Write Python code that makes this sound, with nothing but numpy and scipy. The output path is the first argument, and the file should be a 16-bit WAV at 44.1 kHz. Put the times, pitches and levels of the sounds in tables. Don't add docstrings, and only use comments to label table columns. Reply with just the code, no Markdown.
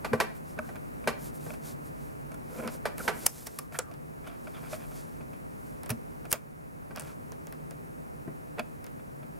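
import sys
import numpy as np
from scipy import signal
from scipy.fft import rfft, irfft, next_fast_len
from scipy.io import wavfile
from scipy.ndimage import uniform_filter1d

SR = 44100
rng = np.random.default_rng(int(sys.argv[2]) if len(sys.argv) > 2 else 0)


def to_wav(s):
    ch = np.atleast_2d(s).T
    pcm = np.round(np.clip(ch, -1, 1) * 32767)
    wavfile.write(sys.argv[1], SR, pcm.astype(np.int16))


N = 414099
T = np.arange(int(0.45 * SR)) / SR

# (time [s], level [dB], case [dB re level], lead-in time constant [s], t60 [s], ring [Hz], top end [dB])
SNAPS = [(2.676, -25, -2.5, .0003, 0.0077, 3040, -5), (3.265, 1, -24.5, 0.0019, 0.018, 9100, -0.5),
         (3.4695, -22, -9, 0.0056, 0.033, 12800, -5), (3.588, -18.5, -16, 0.00091, 0.027, 12300, -3.5),
         (3.789, -10.5, -14.5, 0.00077, 0.016, 8200, -7), (5.894, -25, -2.5, 0.002, 0.022, 2550, 9),
         (5.903, -20.5, -8.5, 0.0016, 0.043, 2580, 1), (6.317, -17, -12.5, 0.0052, 0.012, 10000, -1),
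         (6.3271, -4, -18, 0.00018, 0.022, 2650, 2.5), (6.9962, -27.5, -10, .001, .035, 8700, 0)]
# (time [s], level [dB], ring [Hz])
TICKS = [(2.9813, -24.5, 10700), (2.993, -31, 9000), (3.939, -36, 4700), (5.8335, -30.5, 9000),
         (5.861, -32, 9000), (6.961, -25.5, 2420), (6.972, -37, 2450), (6.983, -36, 2450),
         (7.009, -31, 8500), (7.021, -33.5, 9000), (7.3202, -34, 6000), (7.47, -34, 6600),
         (7.5251, -32, 12100), (7.7094, -33.5, 6960), (8.843, -34.5, 5900), (8.8657, -34.5, 5700)]
# (time [s], level [dB], hardness as tilt [dB/octave])
KNOCKS = [(0.046, -24, 0), (0.132, -16.5, -3.5), (0.201, -12.5, 1), (0.689, -36.5, -3), (1.074, -16, .5),
          (1.463, -38, -4.5), (2.854, -21.5, 0.4), (3.078, -15, 0.1), (6.907, -37.5, -3.5),
          (8.276, -40, -6)]
# (time [s], level [dB], crack [dB re level], rattle t60 [s])
CLACKS = [(0.589, -21.5, -18.5, 0.017), (0.756, -35, -8.5, 0.076), (1.041, -35.5, -20, 0.036),
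          (1.504, -29.5, -24, 0.018), (1.537, -36, -6, .05), (2.317, -39.5, -5.5, .045),
          (2.342, -40.5, -2, .045), (3.723, -34.5, -9, .07), (3.913, -39, -6, 0.074),
          (4.273, -34, -11, .05), (4.471, -33.5, -20, 0.046), (4.638, -42.5, -18, .05),
          (4.731, -29, -22, 0.11), (4.915, -41.5, -20, 0.068), (5.207, -40.5, -23, 0.063),
          (5.332, -44.5, -7, .1), (6.253, -35, -8, .05), (6.339, -27, 1, 0.14), (6.971, -28, -14, 0.063),
          (8.583, -32, -15, 0.12), (8.5934, -17.5, -15, 0.044), (8.995, -44, -22, .06),
          (9.229, -41, -24, .05)]
# (time [s], level [dB], spectral centre [Hz])
PUSHES = [(.116, -24.5, 229), (.134, -11, 478), (.134, -20, 229), (.589, -32, 620), (1.076, -26, 229),
          (2.6, -32, 620), (2.65, -31, 229), (3.789, -18.5, 506), (4.471, -45, 640), (4.729, -24, 635),
          (5.903, -27.5, 620), (5.904, -21.5, 120), (5.918, -26, 229)]
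# (time [s], level [dB], length [s], starting pitch [Hz])
SQUEAKS = [(0.587, -39.5, 0.021, 1442), (3, -42, 0.024, 1385), (3.588, -40, 0.016, 1227),
           (3.742, -42.5, 0.037, 1686), (3.788, -38.5, 0.024, 1370), (3.866, -59.5, 0.095, 1170),
           (4.262, -61.5, 0.057, 3280), (4.54, -62, 0.054, 3350)]
# (mid-stroke time [s], length [s], level [dB])
SLIDES = [(.365, 0.074, -53.5), (0.5, 0.13, -55), (.68, .16, -60), (1.245, 0.15, -46.5),
          (1.359, 0.068, -49.5), (1.475, 0.24, -49.5), (1.682, 0.16, -48), (1.867, 0.09, -54.5),
          (2.043, 0.22, -60), (2.607, 0.34, -51.5), (2.741, 0.1, -49.5), (3.037, 0.18, -44),
          (3.197, 0.26, -48), (3.37, 0.33, -42.5), (3.555, 0.32, -50), (3.754, 0.092, -44.5),
          (4.278, .07, -55), (4.734, 0.095, -51.5), (4.79, 1, -55), (4.978, 0.1, -60), (5.667, 0.31, -61.5),
          (7.06, 0.21, -55)]
RUBS = [(2.52, .08, -50.5), (2.625, 0.17, -36), (2.74, 0.11, -48), (3.007, 0.037, -41.5), (3.05, 0.03, -44),
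        (3.165, 0.061, -49), (3.245, 0.035, -43.5)]
GRINDS = [(3.755, 0.048, -42.5), (4.29, 0.18, -54.5), (4.565, .09, -52), (4.66, 0.16, -54.5),
          (4.82, 0.11, -53.5), (6.98, .08, -47), (7.07, 0.18, -54)]

# (frequency [Hz], level [dB], t60 [s])
CASE_MODES = [(222, -10.5, 0.41), (419, -6, 0.22), (501, -21, 0.17), (655, 0.5, 0.1), (754, -2.5, .09),
              (888, -5, 0.075), (1039, -3.5, 0.1), (1155, -0.5, 0.16), (1537, 6.5, 0.06), (1770, -1, 0.064),
              (1923, 2.5, 0.085), (2370, 2.5, 0.056), (2890, -13, 0.033), (4250, -19, .06),
              (5130, -21, 0.078)]
SLOT_MODES = [(232.3, 0, 0.175), (500, -19, 0.26), (612, 4.5, 0.076), (920, -4, .045), (1366, -13, .05),
              (1393, 8, 0.019), (1570, -3, 0.021), (2290, 2, 0.031), (2600, 3.5, 0.02), (3080, -25, .035)]
# (frequency [Hz], t60 [s])
SHELL_MODES = [(120, 0.11), (229, 0.13), (500, 0.047), (622, 0.075)]
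# (frequency [Hz], width [Hz], level [dB])
CASE_PEAKS = [(233, 32, 1.5), (500, 61, 0), (650, 66, -8.5), (1017, 31, -10.5), (1304, 17, -9),
              (1465, 92, -14.5), (2280, 250, -18)]
GUIDE_PEAKS = [(683, 78, 9.5), (1097, 98, 1.5), (1370, 180, 3), (1650, 91, -5), (2380, 250, 1),
               (3310, 210, -9), (4780, 590, -16)]
HUM_PEAKS = [(50.8, 16, -63), (153.6, 28, -56.5), (235.6, 17, -61.5), (10570, 700, -74)]
# (frequency [Hz], relative level [dB])
LATCH_SPECTRUM = [(200, -5.5), (1000, -5), (2700, -1), (3900, -8), (5300, 2.5), (6500, 0), (8000, -1.5),
                  (9100, 2), (9500, 4.5), (9900, 1.5), (12000, 0.5), (14500, -4), (16500, -1)]
PANEL_SPECTRUM = [(100, -30), (300, -19), (430, 3), (700, -0.5), (1200, -4.5), (1700, -6.5), (2400, -10.5),
                  (3300, -17), (5000, -18.5), (8000, -49), (16000, -50)]
BOOM_SPECTRUM = [(20, -54), (45, -60), (90, -11), (150, 0), (230, -1.5), (350, -5), (600, -38), (2000, -70)]
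CRACK_SPECTRUM = [(1000, 9), (3000, -6.5), (5000, 1.5), (7000, 2), (11500, 2.5), (13500, -1.5),
                  (15200, -14), (16300, -23)]
SKIN_SPECTRUM = [(500, 5), (3000, -4.5), (5500, 0), (8000, 1.5), (11500, 3.5), (13500, 1), (15200, -9),
                 (16300, -25)]
ROOM_SPECTRUM = [(15, -39), (25, -29), (59, -6.5), (114, -6), (145, -1.5), (180, -8), (242, -7),
                 (301, -7.5), (326, -12), (489, -14), (734, -20), (2550, -30.5), (3250, -39.5),
                 (10700, -33.5), (16000, -36.5)]
# (frequency [Hz], side gain [dB])
NEAR_WIDTH = [(150, -12), (600, -10.5), (2000, -7), (6000, -15.5), (10000, -15), (13500, -0.5)]
ROOM_WIDTH = [(60, 4), (110, 4), (200, 3.5), (380, 10.5), (700, 13), (1290, 14), (2380, 6.5), (4400, -1),
              (8120, -17), (15000, -57)]
# (frequency [Hz], left re right [dB])
NEAR_BALANCE = [(200, 0.5), (700, -2.5), (2000, -1.5), (6000, -0.5), (13000, 0.5)]
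# (time [s], gain [dB])
ROOM_DRIFT = [(0, 2.3), (3.2, 1.33), (5.3, 0.73), (9.39, -0.55)]


def snaps(snap_db=-6, case_db=-6, lead_s=0.025, lead_gain=0.42, ring_db=7, ring_octaves=0.29):
    out = np.zeros((2, N))
    hz = np.geomspace(100, SR / 2, num=400)
    top_fade_hz = (8160, 13000)
    tick_case_db, tick_scrape_s, tick_t60_s = -9.5, 0.00044, 0.0077
    ticks = [(s, db, tick_case_db, tick_scrape_s, tick_t60_s, ring_hz, 0) for s, db, ring_hz in TICKS]
    for s, db, body_db, scrape_s, t60_s, ring_hz, top_db in list(SNAPS) + ticks:
        colour_db = at_hz(LATCH_SPECTRUM, hz) + np.interp(hz, top_fade_hz, [0, top_db])
        colour_db += ring_db * np.exp(-(np.log2(hz / ring_hz) / ring_octaves) ** 2)
        lead_in = np.exp(-T[:round(lead_s * SR)][::-1] / scrape_s)
        snap = shaped(burst(np.r_[lead_gain * lead_in, decay(t60_s)]), np.c_[hz, colour_db])
        add(out, s - len(lead_in) / SR, amp(db + snap_db) * snap)
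        case = shaped(burst(decay(t60_s=0.09)), PANEL_SPECTRUM, tilt_db_oct=0.5)
        add(out, s, amp(db + body_db + case_db) * case)
    return out


def knocks(brush_db=-23):
    out = np.zeros((2, N))
    for s, db, hardness in KNOCKS:
        brush(out, s, db + brush_db)
        knock = blow(CASE_MODES, PANEL_SPECTRUM, tilt_db_oct=hardness, ring_db=-5, rattle_db=-6,
                     boom_db=-26.5 - 5.5 * hardness, crack_db=-16.5 + 1.9 * hardness,
                     t60_s=0.097, crack_t60_s=0.11, rise_s=0.00038, bounce_gain=0.19, bounce_s=0.0071)
        add(out, s, amp(db) * knock)
    return out


def clacks(brush_db=-14):
    out = np.zeros((2, N))
    for s, db, crack_db, t60_s in CLACKS:
        brush(out, s, db + brush_db)
        clack = blow(SLOT_MODES, peak_spectrum(GUIDE_PEAKS), tilt_db_oct=0, ring_db=-2.5, rattle_db=-9.5,
                     boom_db=-23, crack_db=crack_db,
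                     t60_s=t60_s, crack_t60_s=0.021, rise_s=0.001, bounce_gain=0.12, bounce_s=0.0076)
        add(out, s, amp(db) * clack)
    return out


def blow(modes, rattle_spectrum, tilt_db_oct, ring_db, rattle_db, boom_db, crack_db,
         t60_s, crack_t60_s, rise_s, bounce_gain, bounce_s):
    bounce = bounce_gain * np.interp(T - bounce_s, T, decay(t60_s / 2), left=0)
    sound = amp(ring_db) * ring(modes, tilt_db_oct)
    sound += amp(rattle_db) * shaped(burst(decay(t60_s) + bounce), rattle_spectrum, tilt_db_oct)
    sound += amp(boom_db) * shaped(burst(decay(t60_s)), BOOM_SPECTRUM)
    sound += amp(crack_db) * shaped(burst(decay(crack_t60_s)), CRACK_SPECTRUM)
    return sound * (1 - np.exp(-T / rise_s))


def ring(modes, tilt_db_oct, scatter_db=0.8):
    hz, db, t60_s = np.transpose(modes)
    gains = amp(db + tilt_db_oct * np.log2(hz) + scatter_db * rng.standard_normal(len(hz)))
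    waves = np.array([np.sin(2 * np.pi * f * T) * decay(s) for f, s in zip(hz, t60_s)])
    mid_side = np.array([(-1.) ** np.arange(len(hz)), rng.standard_normal(len(hz))])
    return (mid_side * gains / np.linalg.norm(gains)) @ waves


def brush(mix, s, db, length_s=0.023):
    approach = decay(t60_s=0.057)[:round(length_s * SR)][::-1]
    add(mix, s - len(approach) / SR, amp(db) * shaped(burst(approach), PANEL_SPECTRUM, tilt_db_oct=-4))


def shell_flex(width_octaves=0.15, rise_s=0.0044):
    out = np.zeros(N)
    onset = 1 - np.exp(-T / rise_s)
    for s, db, centre_hz in PUSHES:
        for hz, t60_s in SHELL_MODES:
            share = np.exp(-(np.log2(hz / centre_hz) / width_octaves) ** 2)
            add(out, s, amp(db) * share * np.sin(2 * np.pi * hz * T) * decay(t60_s) * onset)
    return out


def squeaks(waver_share=0.073, sag_share=0.064):
    out = np.zeros((2, N))
    for s, db, length_s, start_hz in SQUEAKS:
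        progress = T[T < length_s] / length_s
        waver = unit_rms(uniform_filter1d(rng.standard_normal(len(T)), size=120))[:len(progress)]
        hz = start_hz * (1 - sag_share * progress) * (1 + waver_share * waver)
        envelope = np.sin(np.pi * progress ** 0.5) ** 2
        add(out[0], s, amp(db) * unit_rms(envelope * np.sin(2 * np.pi * np.cumsum(hz) / SR)))
    return out


def slides(gain_db=-2, split_hz=8000, gentle_db=-54, low_share=0.76):
    lowpass, highpass = (signal.butter(2, split_hz, kind, fs=SR, output="sos") for kind in ("low", "high"))
    low_strokes = [(s, length_s, gentle_db + low_share * (db - gentle_db)) for s, length_s, db in SLIDES]
    low_slips = stick_slip(low_strokes, arch_power=1.1, slips_per_s=5000, grain_db=4)
    high_slips = stick_slip(SLIDES, arch_power=1.76, slips_per_s=4500, grain_db=3)
    low = signal.sosfilt(lowpass, shaped(low_slips, SKIN_SPECTRUM))
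    high = signal.sosfilt(highpass, shaped(high_slips, SKIN_SPECTRUM))
    return amp(gain_db) * (low * skin_pressure(depth_db=2.1) + high * skin_pressure(depth_db=0.6))


def skin_pressure(depth_db, window_samples=3000):
    wander = uniform_filter1d(rng.standard_normal(N), window_samples)
    return amp(depth_db * unit_rms(uniform_filter1d(wander, window_samples // 2)))


def rubs(gain_db=-1):
    slips = stick_slip(RUBS, arch_power=1.2, slips_per_s=540, grain_db=1)
    return amp(gain_db) * shaped(slips, peak_spectrum(CASE_PEAKS))


def grinds():
    slips = stick_slip(GRINDS, arch_power=1.34, slips_per_s=400, grain_db=2.2)
    return shaped(slips, peak_spectrum(GUIDE_PEAKS))


def stick_slip(strokes, arch_power, slips_per_s, grain_db):
    envelope = np.zeros(N)
    for middle_s, length_s, db in strokes:
        progress = np.arange(0, length_s, 1 / SR) / length_s
        add(envelope, middle_s - length_s / 2, amp(db) * abs(np.sin(np.pi * progress)) ** arch_power)
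    slipping = rng.random(N) < slips_per_s / SR
    sizes = amp(grain_db * np.minimum(rng.exponential(1, N), 3))
    return envelope * unit_rms(slipping * sizes * rng.choice([-1., 1.], (2, N)))


def reverb(x, wet_db, t60_s, treble_db, build_s=0.024):
    tail = burst(decay(t60_s) * (1 - np.exp(-T / build_s)))
    spectrum = [(100, 0), (2500, 0), (6000, treble_db), (16000, treble_db - 4)]
    tail = shaped(tail / np.linalg.norm(tail[0]), spectrum)
    return amp(wet_db) * signal.oaconvolve(x[:1], tail, axes=1)[:, :N]


def room_hum(noise_db=-51):
    size = next_fast_len(N)
    hz = np.fft.rfftfreq(size, 1 / SR)
    power = (amp(noise_db) * unit_rms(amp(at_hz(ROOM_SPECTRUM, hz)))) ** 2
    for peak_hz, width_hz, db in HUM_PEAKS:
        power += (amp(db) * unit_rms(resonance(hz, peak_hz, width_hz))) ** 2
    mid, side = rfft(rng.standard_normal((2, size))) * np.sqrt(power)
    side *= amp(at_hz(ROOM_WIDTH, hz))
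    drift_db = np.interp(np.arange(N) / SR, *np.transpose(ROOM_DRIFT))
    return irfft(np.array([mid + side, mid - side]), size)[:, :N] * amp(drift_db)


def amp(db):
    return 10 ** (np.asarray(db) / 20)


def unit_rms(x):
    return x / np.sqrt(np.mean(x ** 2) + 1e-20)


def at_hz(points, hz):
    points_hz, values = np.transpose(points)
    return np.interp(np.log(hz + 1), np.log(points_hz + 1), values)


def add(mix, s, sound):
    part = mix[..., max(round(s * SR), 0):][..., :sound.shape[-1]]
    part += sound[..., :part.shape[-1]]


def decay(t60_s):
    return np.exp(-np.log(1000) * T / t60_s)


def burst(envelope):
    noise = rng.standard_normal((2, len(envelope))) * envelope
    return noise * np.linalg.norm(envelope) / np.linalg.norm(noise, axis=1, keepdims=True)


def resonance(hz, peak_hz, width_hz):
    return 1 / (1 + (2 * (hz - peak_hz) / width_hz) ** 2)


def peak_spectrum(peaks):
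    hz = np.geomspace(30, SR / 2, num=600)
    gain = sum(amp(db) * resonance(hz, peak_hz, width_hz) ** 0.5 * np.minimum(peak_hz / hz, hz / peak_hz)
               for peak_hz, width_hz, db in peaks)
    return np.c_[hz, 20 * np.log10(gain)]


def shaped(x, spectrum, tilt_db_oct=0, n_taps=2048):
    hz = abs(np.fft.fftfreq(n_taps, 1 / SR))
    log_gain = np.log(amp(at_hz(spectrum, hz) + tilt_db_oct * np.log2(np.clip(hz, 300, 5000))))
    taps = np.fft.ifft(np.exp(np.conj(signal.hilbert(log_gain)))).real
    return signal.oaconvolve(x, taps[None] / np.linalg.norm(taps), axes=1)[:, :x.shape[1]]


def left_right(x):
    size = next_fast_len(N)
    hz = np.fft.rfftfreq(size, 1 / SR)
    mid, side = rfft(x, size)
    side *= amp(at_hz(NEAR_WIDTH, hz))
    lean = amp(at_hz(NEAR_BALANCE, hz) / 2)
    return irfft(np.array([(mid + side) * lean, (mid - side) / lean]), size)[:, :N]


def scene(inside_send_db=-10, friction_side_db=-10):
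    outside, inside, clicks = knocks() + squeaks(), clacks(), snaps()
    echoes = reverb(outside + amp(inside_send_db) * inside, wet_db=-15, t60_s=0.3, treble_db=-6)
    echoes += reverb(clicks, wet_db=-19.5, t60_s=0.12, treble_db=7)
    friction = (slides() + rubs() + grinds()) * amp([[0], [friction_side_db]])
    return left_right(outside + inside + clicks + friction) + shell_flex() + echoes + room_hum()


def record(dry, threshold_db=-21, duck_share=0.44, peak_fall_db_per_s=11, attack_s=0.0013, edge_hz=16300):
    power_db = 10 * np.log10(abs(uniform_filter1d((dry ** 2).mean(0), size=100)) + 1e-12)
    fall_db = np.arange(N) / SR * peak_fall_db_per_s
    peak_db = np.maximum.accumulate(power_db + fall_db) - fall_db
    over_db = np.maximum(peak_db - threshold_db, 0)
    pole = np.exp(-1 / (attack_s * SR))
    duck_db = duck_share * signal.lfilter([1 - pole], [1, -pole], over_db)
    lowpass = signal.firwin(401, edge_hz, window=("kaiser", 9), fs=SR)
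    return signal.oaconvolve(dry / amp(duck_db), lowpass[None], "same")


dry = scene()
out = record(dry)
to_wav(out)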